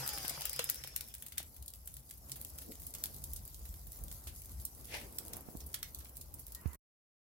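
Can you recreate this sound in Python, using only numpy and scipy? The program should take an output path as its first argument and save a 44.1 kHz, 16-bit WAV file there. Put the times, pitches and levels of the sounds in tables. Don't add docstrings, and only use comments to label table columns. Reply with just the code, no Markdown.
import sys
import numpy as np
from scipy import signal
from scipy.fft import rfft, irfft, next_fast_len
from scipy.io import wavfile
from scipy.ndimage import uniform_filter1d, map_coordinates

SR = 44100
rng = np.random.default_rng(int(sys.argv[2]) if len(sys.argv) > 2 else 0)


def output_pcm(signal):
    pcm = np.clip(np.atleast_2d(signal).T, -1, 1) * 32767
    wavfile.write(sys.argv[1], SR, np.round(pcm).astype(np.int16))


N = 324072

# t/s, energy level/dB of the top, low and middle part, fall t60/s
PROMINENT_POPS = [(.0632, -17, -27, -46, .017), (0.0773, -11.5, -35, -20.5, .008),
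                  (0.0913, -14, -27, -19, .011), (0.1338, -17, -31, -36, .036),
                  (0.1766, -21, -25.5, -34, 0.007), (0.1838, -18.5, -33, -27, .017),
                  (0.2503, -18.5, -23.5, -30, 0.043), (0.2815, -10.5, -39, -22, 0.0021),
                  (0.2953, -10, -27.5, -18.5, 0.043), (.4095, -16.5, -35, -28, .007),
                  (0.4196, -17.5, -25, -22, .015), (.4547, -8.5, -25, -25, 0.021),
                  (0.4964, -13, -36, -27, 0.0054), (0.5318, -12.5, -34, -29, .01),
                  (0.563, -16.5, -36, -33, .01), (0.593, -11.5, -13.5, -12, 0.019),
                  (0.6431, -10, -41, -27, 0.0018), (.6914, -20, -21.5, -16.5, 0.037),
                  (0.7, -3.5, -30, -16.5, 0.0034), (.7451, -20, -52, -31, .007),
                  (0.7583, -20.5, -35, -44, 0.0082), (0.8386, -22.5, -26, -25, 0.025),
                  (0.8747, -20, -29.5, -43, .01), (0.9629, -8, -25, -20, 0.01),
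                  (1.0097, -15.5, -31, -25.5, 0.0098), (1.1408, -20.5, -42, -28, .021),
                  (1.1509, -20, -35, -48, .012), (1.224, -19, -33, -34, 0.023),
                  (1.2642, -20, -36, -34, 0.034), (1.3222, -23.5, -34, -33, 0.044),
                  (1.375, -27, -35, -34, 0.023), (1.3814, -9, -22, -17.5, 0.02),
                  (1.401, -25.5, -38, -37, .03), (1.565, -26.5, -44.5, -41, 0.027),
                  (1.661, -25.5, -60, -44, 0.012), (1.681, -20, -62, -28, .019),
                  (1.738, -25, -41.5, -33, 0.0077), (1.8585, -27.5, -63, -53, .017),
                  (1.8754, -16.5, -37, -35, 0.014), (1.9413, -23, -66, -40, 0.012),
                  (1.9685, -22, -43.5, -36, 0.018), (2.1105, -20.5, -38.5, -34.5, .016),
                  (2.2971, -23.5, -42, -41, .006), (2.3184, -15, -38, -20.5, 0.022),
                  (2.3584, -19.5, -36, -37, 0.092), (2.415, -18, -46, -37, 0.0061),
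                  (2.4494, -18.5, -43, -32.5, 0.0068), (2.5868, -21.5, -35.5, -28, .01),
                  (2.6196, -25, -37.5, -38, 0.079), (2.7203, -25, -39, -33, .012),
                  (2.755, -27.5, -53, -33, .01), (2.8018, -27, -56, -45, .019),
                  (2.8674, -16.5, -54, -39, .024), (2.9395, -20, -40, -28.5, .018),
                  (2.95, -18.5, -35, -25.5, .03), (3.0396, -9.5, -27.5, -20, .006),
                  (3.058, -14.5, -47, -26.5, .011), (3.066, -26.5, -42, -43, .028),
                  (3.1447, -24, -67, -36, .019), (3.1643, -23.5, -59, -43, .014),
                  (3.2405, -14.5, -71, -27, 0.018), (3.335, -14.5, -67, -33, .012),
                  (3.3618, -17.5, -60, -28, 0.064), (3.453, -23, -59, -46, 0.009),
                  (3.4783, -22, -63, -54, 0.0029), (3.6544, -25.5, -41, -37, 0.03),
                  (3.741, -29, -43, -40, 0.02), (3.8706, -24.5, -48, -47, 0.031),
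                  (3.9207, -21.5, -57, -46, .015), (4.0386, -20.5, -65, -40, 0.013),
                  (4.0826, -26.5, -49, -35.5, .019), (4.1153, -23.5, -38.5, -31, 0.019),
                  (4.127, -20.5, -52, -48, .005), (4.2714, -19.5, -30.5, -27.5, 0.15),
                  (4.458, -25.5, -73, -40.5, 0.019), (4.6529, -9.5, -58, -28, 0.011),
                  (4.8551, -25, -63, -40, .01), (5.0145, -26, -33, -52, .023),
                  (5.1865, -10.5, -28, -26.5, 0.0073), (5.252, -25, -56, -44, .005),
                  (5.2824, -23.5, -52, -34.5, 0.0099), (5.334, -16.5, -35, -26.5, 0.025),
                  (5.3688, -18, -39, -47, .009), (5.5718, -24.5, -56, -37, .005),
                  (5.605, -26, -43, -31.5, 0.051), (5.6643, -20.5, -64, -59, 0.037),
                  (5.743, -10.5, -22, -19, .036), (5.8302, -15.5, -22, -20.5, 0.012),
                  (5.9483, -17, -51, -27, 0.0059), (6.0045, -35.5, -41, -36, .1),
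                  (6.057, -45, -37, -41, 0.0076), (6.17, -20.5, -53, -36, 0.0064),
                  (6.2127, -22, -66, -29, 0.036), (6.3413, -17.5, -55, -46, .024),
                  (6.3943, -21, -67, -59, 0.059), (6.4676, -23.5, -53, -40, .017),
                  (6.5215, -23, -55, -36, 0.032), (6.5492, -17.5, -62, -28.5, 0.03)]
# lower f/Hz, upper f/Hz
POP_BANDS = [(9500, 16800), (1300, 3500), (3500, 8200)]
RISE_T60_S = .006
FAINT_DB, FAINT_SPREAD_DB, FAINT_T60_S = -29, 3, .014
FAINT_LOW_DB, FAINT_MID_DB = -30, -19
LEFT_DB, TURN_DB_PER_S, SCATTER_DB = 3, 1, 2.5
# t/s, level/dB
SIZZLE_LEVEL = [(0, -49.5), (.25, -51.5), (.62, -58), (.8, -60.5), (1.73, -62), (2.52, -57), (3.4, -57),
                (5.14, -58), (5.95, -60.5), (6.58, -62), (6.66, -63)]
# f/Hz, level/dB per Hz
SIZZLE_SPECTRUM = [(880, -42), (1500, -32.5), (2000, -8), (2430, -19.5), (4660, -3), (7550, -1.5),
                   (9370, -2), (10900, 6), (15000, 4), (16000, -1)]
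# f/Hz, t60/s
BOWL_DECAY = [(500, 0.14), (2000, 0.25), (6000, 0.15), (15000, 0.075)]
# t/s, swing level/dB, swing f/Hz, swing t60/s,
# left-right level/dB, contact level/dB before its filter, upper contact f/Hz
KNOCK_EVENTS = [(.03, -65.5, 141, 0.1066, 8.5, -30.5, 910), (0.177, -50, 133, 0.19, 4.5, -44, 1500),
                (0.246, -49, 150, 0.051, 5, -30.5, 786), (0.309, -52.5, 135, 0.073, 3.5, -37.5, 800),
                (0.376, -49, 139, 0.25, 4, -29, 1237), (.593, -36, 470, 0.074, 6, -27, 980),
                (.697, -54.5, 483, 0.045, 10, -34, 1400), (0.846, -55.5, 490, 0.038, 11, -39, 900),
                (1.402, -54, 130, 0.11, 2, -37.5, 900), (4.27, -55, 315, .05, 7, -39.5, 980),
                (4.916, -65, 300, 0.027, 11, -47.5, 6030), (4.942, -63, 300, 0.0303, 7, -56, 4000),
                (4.95, -49, 540, 0.043, -2, -35.5, 2500), (5.487, -41, 159, 0.018, -19.5, -44, 895),
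                (5.552, -37, 144, 0.015, -18, -44, 860), (6.658, -33.5, 71, 0.13, -24, -51.5, 3000)]
# t/s, air rush level/dB, nozzle whistle level/dB
BLOWER_LEVELS = [(0.0, -43.5, -70), (0.18, -47.5, -57), (0.572, -51, -53.5), (1.118, -63.5, -67.5),
                 (1.3, -83, -87)]
# f/Hz, level/dB per Hz
AIR_SPECTRUM = [(180, -35), (300, -2.5), (402, -7), (531, 1.5), (583, -6), (746, -3.5), (1180, -8),
                (1590, -3.5), (3440, -3.5), (4400, -8), (5060, 1.5), (8030, -9.5), (12000, -4),
                (15600, -29), (22000, -120)]
# t/s, level/dB
MOTOR_GAIN = [(0, -63), (.25, -68), (.45, -75), (.85, -90), (1.5, -100)]
# shaft order, level/dB
LOW_ORDERS = [(5, 0), (6, 0), (7, 6), (8, -4), (10, 5), (11, 6), (12, -1), (15, 7), (20, 4)]
# shaft order, level/dB
HIGH_ORDERS = [(38, 10), (40, 9), (45, 16), (50, 17), (55, 9), (62, 9), (72, 10)]
# t/s, f/Hz
NOZZLE_PITCH = [(0, 4870), (.3, 4900), (.6, 5050), (.9, 5400), (1.5, 5500)]
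SHAFT_HZ, SLOWING_PER_S, FRICTION_PER_S2 = 135.5, .97, .1
# t/s, level/dB
SCUFF_LEVEL = [(4.8, -99), (4.866, -67.5), (4.948, -40.5), (5.12, -74.5)]
# f/Hz, level/dB per Hz
GRIT_SPECTRUM = [(180, -37), (300, -8.5), (556, -4.5), (1240, -17), (2070, -2.5), (3230, -7.5), (3950, -13),
                 (4610, -9), (7320, -17.5), (12000, -13.5), (15600, -45), (22000, -120)]
# t/s, level/dB
RUB_LEVEL = [(6.5, -76), (6.56, -66), (6.66, -59.5), (6.76, -61.5)]
# f/Hz, level/dB per Hz
SKIN_SPECTRUM = [(120, -24.5), (200, -0.5), (348, -8), (834, -14.5), (966, -6), (1800, -14.5),
                 (2000, -15.5), (3000, -21), (3900, -52), (6600, -120)]
# start t/s, end t/s, f/Hz, peak level/dB
FINGER_SQUEAKS = [(5.605, 5.64, 5350, -62), (6.55, 6.615, 1890, -64), (6.685, 6.73, 2030, -68),
                  (6.725, 6.76, 1900, -66)]
# t/s, level/dB
RUSTLE_LEVEL = [(4.98, -70), (5.05, -57.5), (5.2, -62.5), (5.32, -62), (5.42, -70), (5.55, -59), (5.7, -75)]
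# f/Hz, level/dB per Hz
RUSTLE_SPECTRUM = [(88, -32), (150, -5.5), (378, -3.5), (818, -16.5), (918, -12.5), (1500, -34),
                   (1950, -53), (3300, -120)]
# t/s, level/dB
PUFF_LEVEL = [(2.6, -78), (2.696, -49), (2.8, -81)]
# f/Hz, level/dB per Hz
PUFF_SPECTRUM = [(88, -45), (150, -7), (308, 7.5), (366, -14), (435, 0.5), (829, -21), (900, -27),
                 (1170, -59), (1980, -120)]
# t/s, peak level/dB
HUM_SWELLS = [(.01, -51), (.3, -62.5), (.6, -51), (.85, -57), (1.98, -62), (2.31, -55.5), (2.62, -65),
              (3.04, -62)]
HUM_HZ, HUM_RISE_DB_PER_S, HUM_FALL_DB_PER_S = 132.9, 250, 148
# t/s, rumble level/dB, drone level/dB
TRAFFIC_LEVELS = [(0, -56, -59), (.46, -58, -67), (1.4, -59.5, -67.5), (2.06, -57.5, -67.5),
                  (2.37, -55.5, -62), (2.94, -55, -63), (3.03, -50.5, -61), (3.84, -50.5, -64),
                  (3.95, -52.5, -63), (4.04, -43.5, -60.5), (4.14, -54, -60), (4.4, -54, -63.5),
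                  (5.11, -54, -61), (5.35, -55, -55), (5.46, -54.5, -61.5), (6.34, -55, -63.5),
                  (6.56, -53.5, -64.5), (6.6, -54.5, -74.5)]
# f/Hz, level/dB per Hz
RUMBLE_SPECTRUM = [(12, -50.5), (20, -21), (29, -20), (40, -7), (59, 1), (76, -2), (103, -17.5),
                   (135, -15.5), (200, -21.5), (260, -50.5), (440, -120)]
# f/Hz, level/dB per Hz
DRONE_SPECTRUM = [(59, -26), (100, -5.5), (183, -18.5), (241, -12.5), (366, -19), (721, -20), (1340, -28),
                  (2160, -37), (2440, -33.5), (4000, -44.5), (5200, -60.5), (8800, -120)]
LUMPS_DB = 2
# f/Hz, left-right correlation
STEREO_LIKENESS = [(60, 0.94), (180, 0.81), (550, 0.4), (1650, -0.14), (4970, 0.12), (15000, -0.26)]
CUT_S, TOP_HZ = 6.757, 16900


def amp(db):
    return 10 ** (np.asarray(db) / 20)


def unit(x):
    return x / np.sqrt(np.mean(x ** 2) + 1e-20)


def along(points, hz):
    f, value = np.transpose(points)
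    return np.interp(np.log(hz + 1), np.log(f + 1), value)


def curves(rows, after=None):
    s, *columns = np.transpose(rows)
    t = np.arange(N) / SR
    return [np.interp(t, s, column, left=-150, right=after) for column in columns]


def wobble(rate, size=N):
    knots = rng.standard_normal(int(size * rate / SR) + 4)
    return map_coordinates(knots, [np.arange(size) * rate / SR])


def filtered(x, response):
    m = next_fast_len(N + SR // 2)
    hz = np.fft.rfftfreq(m, 1 / SR)
    return irfft(rfft(x, m) * response(hz), m)[..., :N]


def placed(s, shapes):
    at = np.round(s * SR).astype(int)[:, None] + np.arange(shapes.shape[2])
    return np.array([np.bincount(at.ravel(), shapes[:, c].ravel(), N + SR)[:N] for c in (0, 1)])


def sides(pan_db):
    return amp(np.outer(pan_db, [.5, -.5]))[:, :, None]


def rush(spectrum, patchy_db):
    z = signal.stft(rng.standard_normal((2, N)), nperseg=512)[2]
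    field = uniform_filter1d(rng.standard_normal(z.shape[1:]), size=8, axis=0)
    field = uniform_filter1d(field, size=6, axis=1)
    pair = signal.istft(z * amp(patchy_db * unit(field)), nperseg=512)[1][:, :N]

    def mid_side_gains(hz):
        angle = np.arccos(np.clip(along(STEREO_LIKENESS, hz), -1, 1)) / 2
        return amp(along(spectrum, hz)) * [np.cos(angle), np.sin(angle)]

    mid, side = filtered(pair, mid_side_gains)
    return unit(np.array([mid + side, mid - side]))


def pops(count=90):
    chance = rng.standard_normal((count, 4))
    faint_top = FAINT_DB + FAINT_SPREAD_DB * chance[:, 0]
    faint_low = faint_top + FAINT_LOW_DB + 5 * chance[:, 1]
    faint_mid = faint_top + FAINT_MID_DB + 6 * chance[:, 2]
    faint_fall = FAINT_T60_S * amp(4 * chance[:, 3])
    faint = [rng.random(count) * CUT_S, faint_top, faint_low, faint_mid, faint_fall]
    s, top_db, low_db, mid_db, fall = np.hstack([np.transpose(PROMINENT_POPS), faint])
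    pan_db = LEFT_DB - TURN_DB_PER_S * s + SCATTER_DB * rng.standard_normal(len(s))
    lead = 256 / SR
    t = np.arange(1536) / SR
    shape = amp(60 * np.minimum((t - lead) / RISE_T60_S, (lead - t) / fall[:, None, None]))
    crack = rng.standard_normal((len(s), 2, len(t))) * shape
    crack = crack / np.linalg.norm(crack, axis=2, keepdims=True) * sides(pan_db)
    out = 0
    for (lo, hi), part_db in zip(POP_BANDS, (top_db, low_db, mid_db)):
        def band(hz):
            edges = (1 + (lo / (hz + 1)) ** 10) * (1 + (hz / hi) ** 10)
            return np.sqrt(SR / 2 / (hi - lo) / edges)

        part = placed(np.abs(s - lead), crack * amp(part_db)[:, None, None])
        out = out + filtered(part, band)
    return out


def sizzle(count=4000):
    start, rarity, place = rng.random((3, count))
    t = np.arange(128) / SR
    size = amp(-4 * np.log(rarity + 0.0048))[:, None, None] * sides(6 * (place - .5))
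    bursts = size * rng.standard_normal((count, 2, len(t))) * amp(-60 * t / .004)
    spits = placed(start * N / SR, bursts)
    spits = unit(filtered(spits, lambda hz: amp(along(SIZZLE_SPECTRUM, hz))))
    level = amp(curves(SIZZLE_LEVEL)[0] + 1.5 * wobble(25))
    return level * amp(-3.0) * spits, level * amp(0.5) * rush(SIZZLE_SPECTRUM, patchy_db=3.5)


def bowl(x, piece=8192):
    count = N // piece + 1
    hz, t, z = signal.stft(rng.standard_normal((2, count, piece // 2)), SR, nperseg=128)
    tails = signal.istft(z * amp(-60 * t / along(BOWL_DECAY, hz)[:, None]), SR, nperseg=128)[1]
    tails = tails / np.linalg.norm(tails, axis=2, keepdims=True)
    delay = 88
    pieces = np.pad(x, ((0, 0), (delay, count * piece - N - delay))).reshape(2, count, piece)
    wet = signal.fftconvolve(pieces, tails, axes=2)
    return placed(np.arange(count) * piece / SR, wet.transpose(1, 0, 2))


def knocks():
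    s, db, hz, t60, pan_db, contact_db, edge_hz = np.transpose(KNOCK_EVENTS)[:, :, None, None]
    t = np.arange(8192) / SR
    sag = .4 * (1 - np.exp(-t / .003))
    swing = -amp(db - 60 * t / t60) * np.sin(2 * np.pi * (hz * t + sag))
    contact = amp(contact_db - 60 * np.abs(t - 64 / SR) / 0.024)
    burst = contact * rng.standard_normal((len(s), 1, len(t)))
    f = np.fft.rfftfreq(len(t), 1 / SR)
    burst = irfft(rfft(burst) / np.sqrt((1 + (f / edge_hz) ** 6) * (1 + (250 / (f + 1)) ** 4)))
    return placed(s.ravel(), (swing + burst) * sides(pan_db.ravel()))


def blower():
    air_db, whistle_db = curves(BLOWER_LEVELS, after=-150)
    size = 2 * SR
    t = np.arange(size) / SR
    shaft = SHAFT_HZ * np.exp(-SLOWING_PER_S * t - FRICTION_PER_S2 * t ** 2)
    angle = 2 * np.pi * np.cumsum(shaft) / SR
    nozzle = curves(NOZZLE_PITCH)[0][:size]

    def resonance(hz, centre, width):
        return 1 / (1 + (2 * (hz - centre) / width) ** 2)

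    tones = np.zeros((2, size))
    for order, db in LOW_ORDERS:
        housing = .6 + .5 * resonance(order * shaft, 830, 260)
        unsteady = 2 * wobble(15, size=size)
        tones += housing * amp(db + unsteady) * np.sin(order * angle + rng.random((2, 1)))
    for order, db in HIGH_ORDERS:
        lit = resonance(order * shaft, nozzle, 500)
        unsteady = 1.5 * wobble(25, size=size)
        tones += lit * amp(db + unsteady) * np.sin(order * angle + rng.random((2, 1)))
    flutter = np.array([wobble(400, size=size), wobble(400, size=size)])
    whistle = unit(flutter * np.sin(2 * np.pi * np.cumsum(nozzle) / SR))
    tonal = amp(curves(MOTOR_GAIN)[0][:size]) * tones + amp(whistle_db[:size]) * whistle
    air = amp(air_db) * rush(AIR_SPECTRUM, patchy_db=4.0)
    return np.pad(tonal, ((0, 0), (0, N - size))) + air


def scuff():
    return amp(curves(SCUFF_LEVEL, after=-150)[0] + 1.2 * wobble(250)) * rush(GRIT_SPECTRUM, patchy_db=1.5)


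def fingers():
    t = np.arange(N) / SR
    out = amp(curves(RUB_LEVEL)[0]) * rush(SKIN_SPECTRUM, patchy_db=0.5)
    for start, end, hz, db in FINGER_SQUEAKS:
        swell = np.abs(np.sin(np.pi * np.clip((t - start) / (end - start), 0, 1))) ** .5
        out = out + amp(db + 2 * wobble(60)) * swell * np.sin(2 * np.pi * hz * t)
    return out


def rustle():
    return amp(curves(RUSTLE_LEVEL, after=-150)[0] + 2.3 * wobble(40)) * rush(RUSTLE_SPECTRUM, patchy_db=0)


def puff():
    return amp(curves(PUFF_LEVEL, after=-150)[0]) * rush(PUFF_SPECTRUM, patchy_db=1.0)


def hum():
    t = np.arange(N) / SR
    swells = 0
    for s, peak_db in HUM_SWELLS:
        slope_db = np.minimum(HUM_RISE_DB_PER_S * (t - s), HUM_FALL_DB_PER_S * (s - t))
        swells = swells + amp(peak_db + slope_db)
    return swells * unit((1 + .5 * wobble(30)) * np.sin(2 * np.pi * HUM_HZ * t))


def traffic():
    rumble_db, drone_db = curves(TRAFFIC_LEVELS)
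    rumble = amp(rumble_db + LUMPS_DB * wobble(9)) * rush(RUMBLE_SPECTRUM, patchy_db=2.0)
    drone = amp(drone_db + 1.3 * wobble(14)) * rush(DRONE_SPECTRUM, patchy_db=1.5)
    return rumble + drone


def scene():
    spits, hiss = sizzle()
    fire = pops() + spits
    beds = hiss + blower() + scuff() + rustle() + puff() + hum() + traffic()
    tilt = amp([[.7], [-.7]])
    return fire + amp(-6) * bowl(fire) + knocks() + fingers() + beds * tilt


def record(dry):
    t = np.arange(N) / SR
    on = amp(np.clip(-4000 * (t - CUT_S), -200, 0))

    def phone(hz):
        treble = (hz < TOP_HZ) / np.sqrt(1 + (hz / 16100) ** 120)
        return treble / np.sqrt(1 + (30 / (hz + 1)) ** 8)

    return filtered(dry * on, phone)


dry = scene()
out = record(dry)
output_pcm(out)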